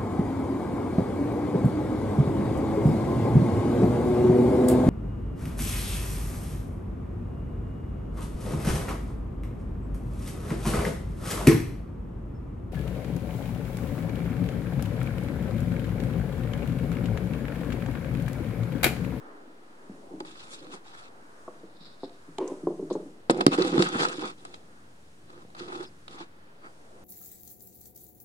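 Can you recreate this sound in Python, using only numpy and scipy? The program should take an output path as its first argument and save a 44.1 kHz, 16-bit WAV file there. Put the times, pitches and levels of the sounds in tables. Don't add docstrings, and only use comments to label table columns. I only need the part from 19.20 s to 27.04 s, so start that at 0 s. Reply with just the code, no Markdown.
import sys
import numpy as np
from scipy import signal
from scipy.fft import rfft, irfft
from scipy.io import wavfile
from scipy.ndimage import uniform_filter1d, map_coordinates

SR = 44100
rng = np.random.default_rng(int(sys.argv[2]) if len(sys.argv) > 2 else 0)


def dump(signal):
    limited = np.clip(np.atleast_2d(signal).T, -1, 1)
    pcm = np.round(limited * 32767).astype(np.int16)
    wavfile.write(sys.argv[1], SR, pcm)


N = 345744
TIME = np.arange(N) / SR
RING_TIME = TIME[:SR // 4]

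# [start_s, level_db, hardness_db, pitch_ratio]
PAW_KNOCKS = [(0.696, -32, -8, 0.71), (0.908, -37.5, -18, 1.17), (.936, -32.5, -19.5, 1.04),
              (.952, -34, -19, 1.1), (1.005, -27.5, 1.5, 1.13), (2.279, -30.5, 6, 1.34),
              (2.433, -34.5, -13.5, 1.22), (2.61, -43, -14, 0.61), (2.833, -25, 3.5, 1.035),
              (3.08, -37.5, -23, 1.05), (3.185, -22.5, 12.5, 1.09), (3.318, -26, -8, 1.2),
              (3.432, -25.5, -20.5, 1.053), (3.4702, -13.5, -3.5, 1.14), (3.504, -26.5, -6, 1.26),
              (3.513, -30, -12.5, 1.27), (3.594, -23.5, -12, 1.23), (3.625, -25.5, -14, 1.08),
              (3.702, -31, 15, 1.1), (3.709, -18.5, -8.5, 1.29), (3.753, -19, -4.5, 1.15),
              (3.793, -37, -9, 1.23), (3.855, -37, -18, 1.04)]
# [pitch_hz, level_db]
JUDDER_TONE = [(110, -27), (220, -10.5), (310, -2.5), (380, 7), (440, -2), (660, -21), (860, -18.5),
               (1010, -8.5), (1250, -32.5), (2600, -40), (4000, -45), (7000, -52), (12000, -80)]
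SKID_S, SKID_LENGTH_S, SKID_DB, SKID_SWELL_DB = 3.182, 0.15, -33.5, -12.5
SKID_ATTACK_S, SKID_RELEASE_T60_S = 0.0074, 0.09


def paws():
    knocks = np.zeros((1, N))
    for start_s, level_db, hardness_db, pitch_ratio in PAW_KNOCKS:
        add(knocks, start_s, undb(level_db) * board(hardness_db, pitch_ratio))
    skid = push(SKID_S, SKID_LENGTH_S, SKID_DB, SKID_SWELL_DB, SKID_ATTACK_S, SKID_RELEASE_T60_S)
    slipping = slips(rate=1200, uneven=0.067, surge=0.067, surge_rate=70)
    judder = colour(slipping, JUDDER_TONE) * skid
    return knocks + judder + room(undb(-11.5) * knocks + undb(-9.5) * judder)


# [pitch_hz, level_db, t60_s]
BOARD_RINGS = [(160.3, -11.5, 0.13), (288.3, 3, 0.06), (358.7, 2, 0.06), (457, 4, 0.024),
               (622, -3.5, 0.029), (777, -1, 0.028), (984, -19, 0.046), (1160, -17, 0.0068)]
CONTACT_S = 0.00042
PAD_HZ = 1340
SPOT_DB, SPOT_DETUNE = 2, 0.04


def board(hardness_db, pitch_ratio=1):
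    contact_s = CONTACT_S * (1 + undb(-hardness_db))
    blow = 0
    for pitch_hz, level_db, t60_s in BOARD_RINGS:
        weight, detune = rng.standard_normal(2)
        octaves_up = np.clip(np.log2(pitch_hz / 350), -0.5, 1)
        gain = undb(level_db + hardness_db * octaves_up + SPOT_DB * weight)
        blow = blow + gain * ring(pitch_hz * pitch_ratio * (1 + SPOT_DETUNE * detune), t60_s, rise=contact_s)
    padded = edge(blow, PAD_HZ, "low", order=4)
    padded = edge(padded, 170 * pitch_ratio, "high")
    return padded / np.abs(padded).max()


# [fastest_moment_s, length_s, relative_level_db]
FUR_SWISHES = [(2.398, 0.013, -66), (2.66, 0.097, -52), (2.852, 0.036, -53), (2.993, 0.082, -69)]
# [pitch_hz, level_db]
FUR_TONE = [(1500, -6), (3100, -11), (3700, 9), (4500, 3.5), (5300, 0), (6200, -25), (7600, -12),
            (11000, -38)]


def fur():
    speed = sum(undb(level_db) / (1 + (2 * (TIME - fastest_s) / length_s) ** 2)
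                for fastest_s, length_s, level_db in FUR_SWISHES)
    hairs = slips(rate=10000, uneven=0.45, surge=0.36, surge_rate=55, channels=2)
    hiss = colour(hairs, FUR_TONE)
    return ports(undb(-2) * hiss[0], undb(-3.5) * hiss[1]) * speed


# [start_s, length_s, attack_s, relative_rasp_db, swell_over_the_rub_db,
# hiss_over_rasp_db, drag_over_rasp_db], the last two before the fixed balance of the layers
RUBS = [(1.048, 0.17, 0.0073, -63.5, -6, 7.5, -2), (1.185, 0.22, 0.011, -63.5, -5, 7.5, 2),
        (1.285, 0.046, 0.011, -61.5, 11, 9.5, 7.5), (1.329, .05, 0.0054, -59.5, -16, 10, 1),
        (1.417, 0.075, .008, -57.5, -4, -0.5, 13.5), (1.485, 0.064, 0.018, -51.5, 15, -3, 2.5),
        (1.634, 0.12, 0.028, -55.5, 2, -2.5, 1.5), (1.741, 0.13, .02, -56.5, -6, -2, -14),
        (4.101, 0.067, 0.0043, -52.5, -3, -2, 23.5), (4.16, 0.054, 0.0056, -42.5, 7.5, -7, 19),
        (4.31, 0.035, 0.012, -33.5, 1, -3.5, 9), (4.374, 0.11, .006, -36.5, -4, -4.5, 13),
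        (4.468, 0.042, 0.0036, -35, -5, -4.5, 10), (4.512, 0.069, 0.0078, -38, 2.5, -5, 13),
        (4.587, 0.076, 0.0045, -33.5, -7.5, -2, 8.5), (4.661, 0.037, 0.0074, -38, -5, -3.5, 4),
        (4.703, 0.051, 0.008, -39.5, 12.5, -4, 6.5), (4.767, 0.04, 0.0044, -36, 16.5, -1, 6.5),
        (4.813, 0.044, 0.005, -31, -2, -2.5, 2.5), (4.861, 0.039, 0.0032, -42, 2, -2.5, 8.5),
        (4.905, 0.076, 0.012, -44.5, -6, -1.5, 6.5), (4.989, 0.066, 0.0087, -41, 8, -4, 8.5),
        (5.051, 0.051, 0.0099, -43.5, -7, -1.5, 7), (5.153, 0.21, 0.041, -70, 6, 6.5, 15.5),
        (6.071, 0.15, 0.013, -60, 4.5, -7.5, 9.5), (6.345, 0.054, 0.011, -54.5, 21, -3, 1.5),
        (6.407, 0.058, 0.012, -49.5, -5, -4.5, 8.5), (6.473, 0.085, 0.0073, -48.5, 7, -4, 4.5),
        (6.566, 0.074, 0.0087, -47, 0.5, -3.5, 7.5), (6.886, 0.12, 0.025, -53.5, -5, -3, 7),
        (6.962, 0.057, 0.032, -46.5, 0, -5.5, 4), (7.406, 0.058, 0.051, -52, 0, -17, 0.5)]
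# [pitch_hz, level_db]
DRAG_TONE = [(50, -1), (90, -24), (165, -3), (235, -6.5), (300, -1.5), (358, 3), (430, -9.5), (495, -1),
             (580, -19), (780, -13.5), (1100, -27), (2500, -59)]
RUB_RELEASE_T60_S = 0.14
GRIP_DB, GRIP_RATE = 0.5, 50
SHEEN_HZ, SHEEN_DB, SHEEN_GROWTH = 6800, -4.5, 2.1


def rubbing():
    rasp = scrape(slips(rate=2500, uneven=0.3, surge=0.12, surge_rate=130, channels=2))
    rasp = edge(rasp, 2600, "low", order=3)
    hiss = scrape(slips(rate=9000, uneven=0.4, surge=0.1, surge_rate=170, channels=2))
    hiss = edge(hiss, 2600, "high", order=3)
    sheen = edge(scrape(rng.standard_normal((2, N))), SHEEN_HZ, "high", order=3)
    coarse = slips(rate=1500, uneven=0.15, surge=0.15, surge_rate=45)
    drag = lean(undb(-4.5) * colour(coarse, DRAG_TONE), share=0.42)

    gain = np.zeros((4, N))
    for start_s, length_s, attack_s, rasp_db, swell_db, hiss_db, drag_db in RUBS:
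        pressure = push(start_s, length_s, rasp_db, swell_db, attack_s, RUB_RELEASE_T60_S)
        layers = undb([0, hiss_db, SHEEN_DB + SHEEN_GROWTH * hiss_db, drag_db])
        gain = np.maximum(gain, np.outer(layers, pressure))
    gain = gain * undb(GRIP_DB * walk(GRIP_RATE))

    friction = undb(-4) * rasp * gain[0] + undb(2.5) * hiss * gain[1] + sheen * gain[2]
    return finger_gap(patchy(friction)) + drag * gain[3]


# [pitch_hz, level_db]
TOGETHER_TONE = [(450, -6.5), (660, 9.5), (805, 17.5), (930, 11.5), (1250, 12), (2000, 0.5), (2900, -3.5),
                 (3600, 0), (4800, -2), (6200, -6.5), (7300, -8.5), (9300, -8.5), (11500, -15),
                 (15000, -38)]
# [pitch_hz, level_db]
ROCKING_TONE = [(450, -9), (570, 5.5), (740, -4), (960, 9), (1100, 6.5), (1300, 12.5), (1750, 1),
                (2700, -3), (3600, -6), (4600, -9.5), (5900, -13.5), (7500, -16), (9500, -18), (11500, -30),
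                (15000, -70)]


def scrape(friction):
    together = colour(friction[0], TOGETHER_TONE)
    rocking = undb(6) * colour(friction[1], ROCKING_TONE)
    return housing(ports(together, rocking))


PATCH_DB, PATCH_RATE = 3, 70


def patchy(x):
    edges_hz = 700 * 2 ** (np.arange(8) / 2)
    below = [smooth_filter(x, hz, "low", order=4) for hz in edges_hz]
    bands = np.diff([0 * x] + below + [x], axis=0)
    out = 0
    for band in bands:
        flare = undb(PATCH_DB * walk(PATCH_RATE * rng.uniform(0.6, 1.4)))
        out = out + band * unit(flare)
    return out


GAP_ECHO_S, GAP_ECHO_SHARE, GAP_WANDER, GAP_RATE = 0.000904, 0.22, 0.303, 14


def finger_gap(x):
    lag = GAP_ECHO_S * SR * np.exp(GAP_WANDER * walk(GAP_RATE))
    echo = np.vstack([map_coordinates(port, [np.arange(N) - lag], order=3) for port in x])
    return (x + GAP_ECHO_SHARE * echo) / np.hypot(1, GAP_ECHO_SHARE)


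# [start_s, level_db, pitch_hz, t60_s]
FLOOR_BUMPS = [(4.0975, -4.5, 455, 0.0092), (4.099, -21.5, 714, 0.036), (4.103, -13.5, 337, 0.053),
               (4.11, -14, 377, 0.017), (4.17, -21, 400, 0.0078), (4.266, -0.5, 295, 0.019),
               (4.28, -9, 310, 0.018), (4.384, -14.5, 340, 0.048), (4.401, -16.5, 372, 0.047),
               (4.412, -15.5, 369, 0.08), (4.447, -20, 328, 0.056), (4.492, -28, 327, 0.045),
               (4.543, -17.5, 347, 0.12), (4.58, -10.5, 268, 0.02), (4.592, -9, 183, 0.037),
               (4.6, -12, 349, 0.073), (4.753, -17.5, 260, 0.035), (4.983, -28.5, 310, 0.15),
               (6.25, -35.5, 230, 0.0052), (6.407, -34, 357, 0.14), (6.485, -35, 360, 0.055),
               (6.529, -36, 361, 0.12), (6.56, -35, 356, 0.22), (6.605, -31.5, 361.6, 0.087),
               (7.007, -38.5, 335, 0.097)]
BUMP_LOW_T60_S = 0.06


def bumps():
    out = np.zeros((1, N))
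    for start_s, level_db, pitch_hz, t60_s in FLOOR_BUMPS:
        deeper = ring(pitch_hz * 0.566, BUMP_LOW_T60_S, rise=0.012)
        thud = ring(pitch_hz, t60_s, rise=0.00053) + undb(-13) * deeper
        add(out, start_s, -undb(level_db) * thud / np.abs(thud).max())
    return lean(out, share=0.32) + undb(-18) * room(out)


# [start_s, level_db, t60_s]
HOUSING_CATCHES = [(1.004, -24.5, 0.024), (1.049, -33, 0.028), (1.156, -37, 0.023), (1.468, -35, .02),
                   (4.0974, -8.5, 0.05), (4.146, -28, 0.014), (4.208, -12.5, 0.027), (4.212, -9, 0.013),
                   (4.2652, -2, 0.013), (4.279, -22, .02), (4.319, -25, 0.03), (4.345, -21.5, 0.011),
                   (4.377, -22, 0.055), (4.449, -22, 0.037), (4.579, -12.5, 0.016), (4.594, -14.5, 0.03),
                   (4.6238, -9.5, 0.015), (4.794, -18, 0.016), (4.805, -19, 0.021), (4.832, -15, 0.024),
                   (4.865, -19.5, 0.023), (4.993, -24, .03), (5.251, -28.5, 0.042), (5.34, -32, 0.036),
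                   (6.102, -38, .025), (6.303, -42, 0.01), (6.349, -35, 0.037), (6.367, -35, 0.027),
                   (6.483, -32, 0.036), (6.527, -31, 0.025), (6.555, -31, .025), (6.604, -34, .025),
                   (6.627, -32, 0.044), (6.88, -30, .022)]
# [pitch_hz, level_db]
CLICK_TONE = [(300, 7), (700, 13.5), (1200, 12.5), (2200, 2), (3800, 3.5), (4900, 5), (6200, -10),
              (8300, -3.5), (11000, -13), (15000, -18)]


def catches():
    out = np.zeros((2, N))
    for start_s, level_db, t60_s in HOUSING_CATCHES:
        burst = rng.standard_normal((2, len(RING_TIME))) * fade(RING_TIME, t60_s)
        crack = housing(colour(burst, CLICK_TONE))
        rocking = crack[1] + undb(11) * resonance(crack[1], 1100, 1100)
        crack = ports(crack[0], rocking)
        add(out, start_s, undb(level_db) * crack / np.abs(crack).max())
    return out + undb(-21) * room(out.mean(axis=0))


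# [pitch_hz, width_hz, level_over_the_direct_sound_db]
HOUSING_RINGS = [(1260, 25, 0.5), (1960, 33, -8.5), (2300, 91, -8), (2638, 42, 3.5), (3455, 105, 2.5),
                 (3775, 60, 2.5), (4040, 62, -1), (4180, 45, -3), (4400, 50, -2.5), (4734, 48.5, -4),
                 (5065, 17, 1.5), (7360, 100, 3)]


def housing(x):
    return x + sum(undb(level_db) * resonance(x, pitch_hz, width_hz)
                   for pitch_hz, width_hz, level_db in HOUSING_RINGS)


def lean(x, share, hz=385, width_hz=130):
    return ports(x, -share * resonance(x, hz, width_hz))


# [start_s, level_db, centre_hz, t60_s, left_over_right_db]
SMALL_TICKS = [(1.002, -37, 7000, 0.014, 0), (1.445, -43, 4000, 0.029, 2), (2.895, -42, 4000, 0.018, -2),
               (3.183, -32, 1850, 0.014, 8), (3.183, -27.5, 3600, 0.012, 3),
               (3.1847, -30.5, 7960, 0.0098, 0), (3.277, -31, 7050, 0.036, 0.5),
               (3.701, -41, 4200, 0.24, 1), (3.727, -39, 6800, 0.094, 4), (4.1066, -16, 8100, 0.0088, -6),
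               (4.111, -20.5, 8160, 0.013, 1), (4.175, -33, 7850, 0.0079, 2),
               (4.2656, -5, 8780, 0.0046, -18), (4.2657, -5, 4040, 0.0035, -13),
               (4.269, -23, 4360, 0.054, 11), (4.4219, -12.5, 4200, 0.021, 3.5),
               (4.623, -12.5, 4140, 0.017, 3), (4.687, -30, 7400, 0.021, -1), (4.771, -30, 7500, 0.012, 1),
               (4.885, -27, 5070, 0.014, 7), (5.251, -32.5, 8500, 0.015, -1), (5.343, -32, 3900, 0.025, 5),
               (6.881, -33, 3400, .02, 0)]


def ticks():
    out = np.zeros((2, N))
    for start_s, level_db, hz, t60_s, pan_db in SMALL_TICKS:
        burst = rng.standard_normal((2, len(RING_TIME))) * fade(RING_TIME, t60_s)
        burst = colour(burst, [(hz / 4, -16), (hz / 1.4, -12), (hz / 1.16, -1),
                               (hz * 1.03, 0), (hz * 1.45, -15), (hz * 3, -30)])
        burst = ports(burst[0], undb(0.5) * burst[1]) * undb([[pan_db / 2], [-pan_db / 2]])
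        add(out, start_s, undb(level_db) * burst / np.abs(burst).max())
    return out + undb(-19) * room(out.mean(axis=0))


# [start_s, length_s, start_hz, end_hz, level_db, waver_share_of_pitch]
THIN_SQUEAKS = [(6.646, 0.055, 5200, 4800, -53, 0.04), (7.36, .2, 4500, 4850, -70, 0.011)]


def squeaks():
    out = np.zeros((2, N))
    for start_s, length_s, start_hz, end_hz, level_db, waver in THIN_SQUEAKS:
        count = int(length_s * SR)
        hz = np.linspace(start_hz, end_hz, count) * (1 + waver * walk(900)[:count])
        tone = np.sin(2 * np.pi * np.cumsum(hz) / SR)
        add(out, start_s, undb(level_db) * np.hanning(count) * tone)
    return out


# [pitch_hz, level_db]
ROOM_TONE = [(70, -25), (160, 3.5), (260, -0.5), (370, -2), (600, 0.5), (1000, -6), (2500, 3),
             (9000, -11.5)]
ROOM_T60_S = 0.47


def room(x):
    t = TIME[:SR]
    arrival = np.clip((t - 0.006) / 0.0015, 0, 1)
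    tail = rng.standard_normal((2, SR)) * fade(t, ROOM_T60_S) * arrival
    tail /= np.linalg.norm(tail[0])
    response = ports(tail[0], edge(tail[1], 1020, "high", order=3))
    return through(colour(x, ROOM_TONE), response)


# [pitch_hz, level_db]
MURMUR_MID_TONE = [(20, -9.5), (40, -29), (70, -9), (130, -6.5), (300, -3.5), (630, -10), (1050, -15),
                   (1400, -16.5), (2230, -24), (5000, -26.5), (9550, -28), (11500, -37), (15500, -44)]
# [pitch_hz, level_db]
MURMUR_SIDE_TONE = [(25, -54), (100, -17), (300, -9), (500, -8.5), (850, -5), (1700, -8), (2360, -14.5),
                    (3260, -17.5), (3830, -18), (15500, -35.5)]
# [time_s, level_db]
MURMUR_LEVEL = [(0, 9.5), (.12, 10), (.4, 2.5), (1, 5.5), (2.3, 4.5), (2.8, 1), (7.4, -0.5), (7.82, 5.5)]
# [time_s, level_db]
RUMBLE_LEVEL = [(0, -8), (1.2, 0), (3, -0.5), (6.8, 7.5), (7.3, 1), (7.8, 6.5)]
# [time_s, level_db]
HISS_LEVEL = [(.4, -2.5), (.75, 2), (1.9, -1.5), (2.25, 4), (2.6, -3), (3.22, 3.5), (3.3, 9.5), (3.45, 4.5),
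              (3.85, 4), (4.03, -3), (5.2, 1.5), (6.099, 0.5), (6.85, 1.5), (7.08, -3.5), (7.38, -4.5),
              (7.46, 1.5), (7.8, 2)]
MURMUR_DRIFT_DB, MURMUR_DRIFT_RATE = 2.5, 6


def air():
    noise = rng.standard_normal((2, N))
    mid = undb(-59) * colour(noise[0], MURMUR_MID_TONE)
    side = undb(-61) * colour(noise[1], MURMUR_SIDE_TONE)
    tone = ports(mid, side)
    below = [smooth_filter(tone, hz, "low", order=3) for hz in (210, 450, 900, 1800)]
    rumble, above = below[0], tone - below[-1]
    murmur = sum(octave * undb(MURMUR_DRIFT_DB * walk(MURMUR_DRIFT_RATE))
                 for octave in np.diff(below, axis=0))
    hiss = smooth_filter(tone, (5000, 11000), "band", order=2)
    hiss_change = hiss * (curve(HISS_LEVEL) - 1)
    return rumble * curve(RUMBLE_LEVEL) + murmur * curve(MURMUR_LEVEL) + above + hiss_change


def push(start_s, length_s, level_db, swell_db, attack_s, release_t60_s):
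    t = TIME - start_s
    held = undb(level_db + swell_db * (np.clip(t / length_s, 0, 1) - 0.5))
    return np.clip(t / attack_s, 0, 1) * held * fade(np.maximum(t - length_s, 0), release_t60_s)


def slips(rate, uneven, surge, surge_rate, channels=1):
    hit = rng.random(N) < rate / SR
    unevenness = uneven * rng.standard_normal(N).clip(-2, 2)
    surges = surge * walk(surge_rate).clip(-2, 1.7)
    return unit(hit * np.exp(unevenness + surges) * rng.standard_normal((channels, N)))


def walk(rate):
    k = int(SR / rate)
    steps = np.repeat(rng.standard_normal(N // k + 1), k)[:N]
    return unit(uniform_filter1d(steps, k))


def ring(hz, t60, rise):
    return np.sin(2 * np.pi * hz * RING_TIME) * fade(RING_TIME, t60) * (1 - np.exp(-RING_TIME / rise))


def fade(t, t60):
    return np.exp(-np.log(1000) * t / t60)


def resonance(x, hz, width_hz):
    return signal.lfilter(*signal.iirpeak(hz, hz / width_hz, fs=SR), x)


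def edge(x, hz, kind, order=2):
    return signal.sosfilt(signal.butter(order, hz, kind, fs=SR, output="sos"), x)


def smooth_filter(x, hz, kind, order):
    return signal.sosfiltfilt(signal.butter(order, hz, kind, fs=SR, output="sos"), x)


def colour(x, points, size=4096):
    hz, db = np.transpose(points)
    bins = np.maximum(np.arange(size // 2 + 1) * SR / size, 1)
    gain = undb(np.interp(np.log(bins), np.log(np.maximum(hz, 1)), db))
    cepstrum = irfft(np.log(gain))
    cepstrum[1:size // 2] *= 2
    cepstrum[size // 2 + 1:] = 0
    response = irfft(np.exp(rfft(cepstrum)))
    return through(x, response / np.linalg.norm(response))


def through(x, response):
    wet = signal.fftconvolve(np.atleast_2d(x), np.atleast_2d(response), axes=-1)
    return wet[:, :x.shape[-1]]


def ports(mid, side):
    return np.vstack([mid + side, mid - side])


def curve(points):
    return undb(np.interp(TIME, *np.transpose(points)))


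def undb(db):
    return 10 ** (np.asarray(db) / 20)


def unit(x):
    return x / np.sqrt(np.mean(x ** 2))


def add(out, start_s, sound):
    start = int(start_s * SR)
    out[..., start:start + sound.shape[-1]] += sound[..., :N - start]


def scene():
    events = paws() + fur() + rubbing() + bumps() + catches() + ticks()
    events = edge(events, 139, "high", order=3)
    events = edge(events, 9670, "low", order=5)
    return events + squeaks() + air()


TOP_HZ = 15700


def record(dry):
    clipped = np.clip(dry - 0.0029, -1, 1)
    return signal.sosfilt(signal.ellip(9, 0.2, 80, TOP_HZ, fs=SR, output="sos"), clipped)


dry = scene()
out = record(dry)
dump(out)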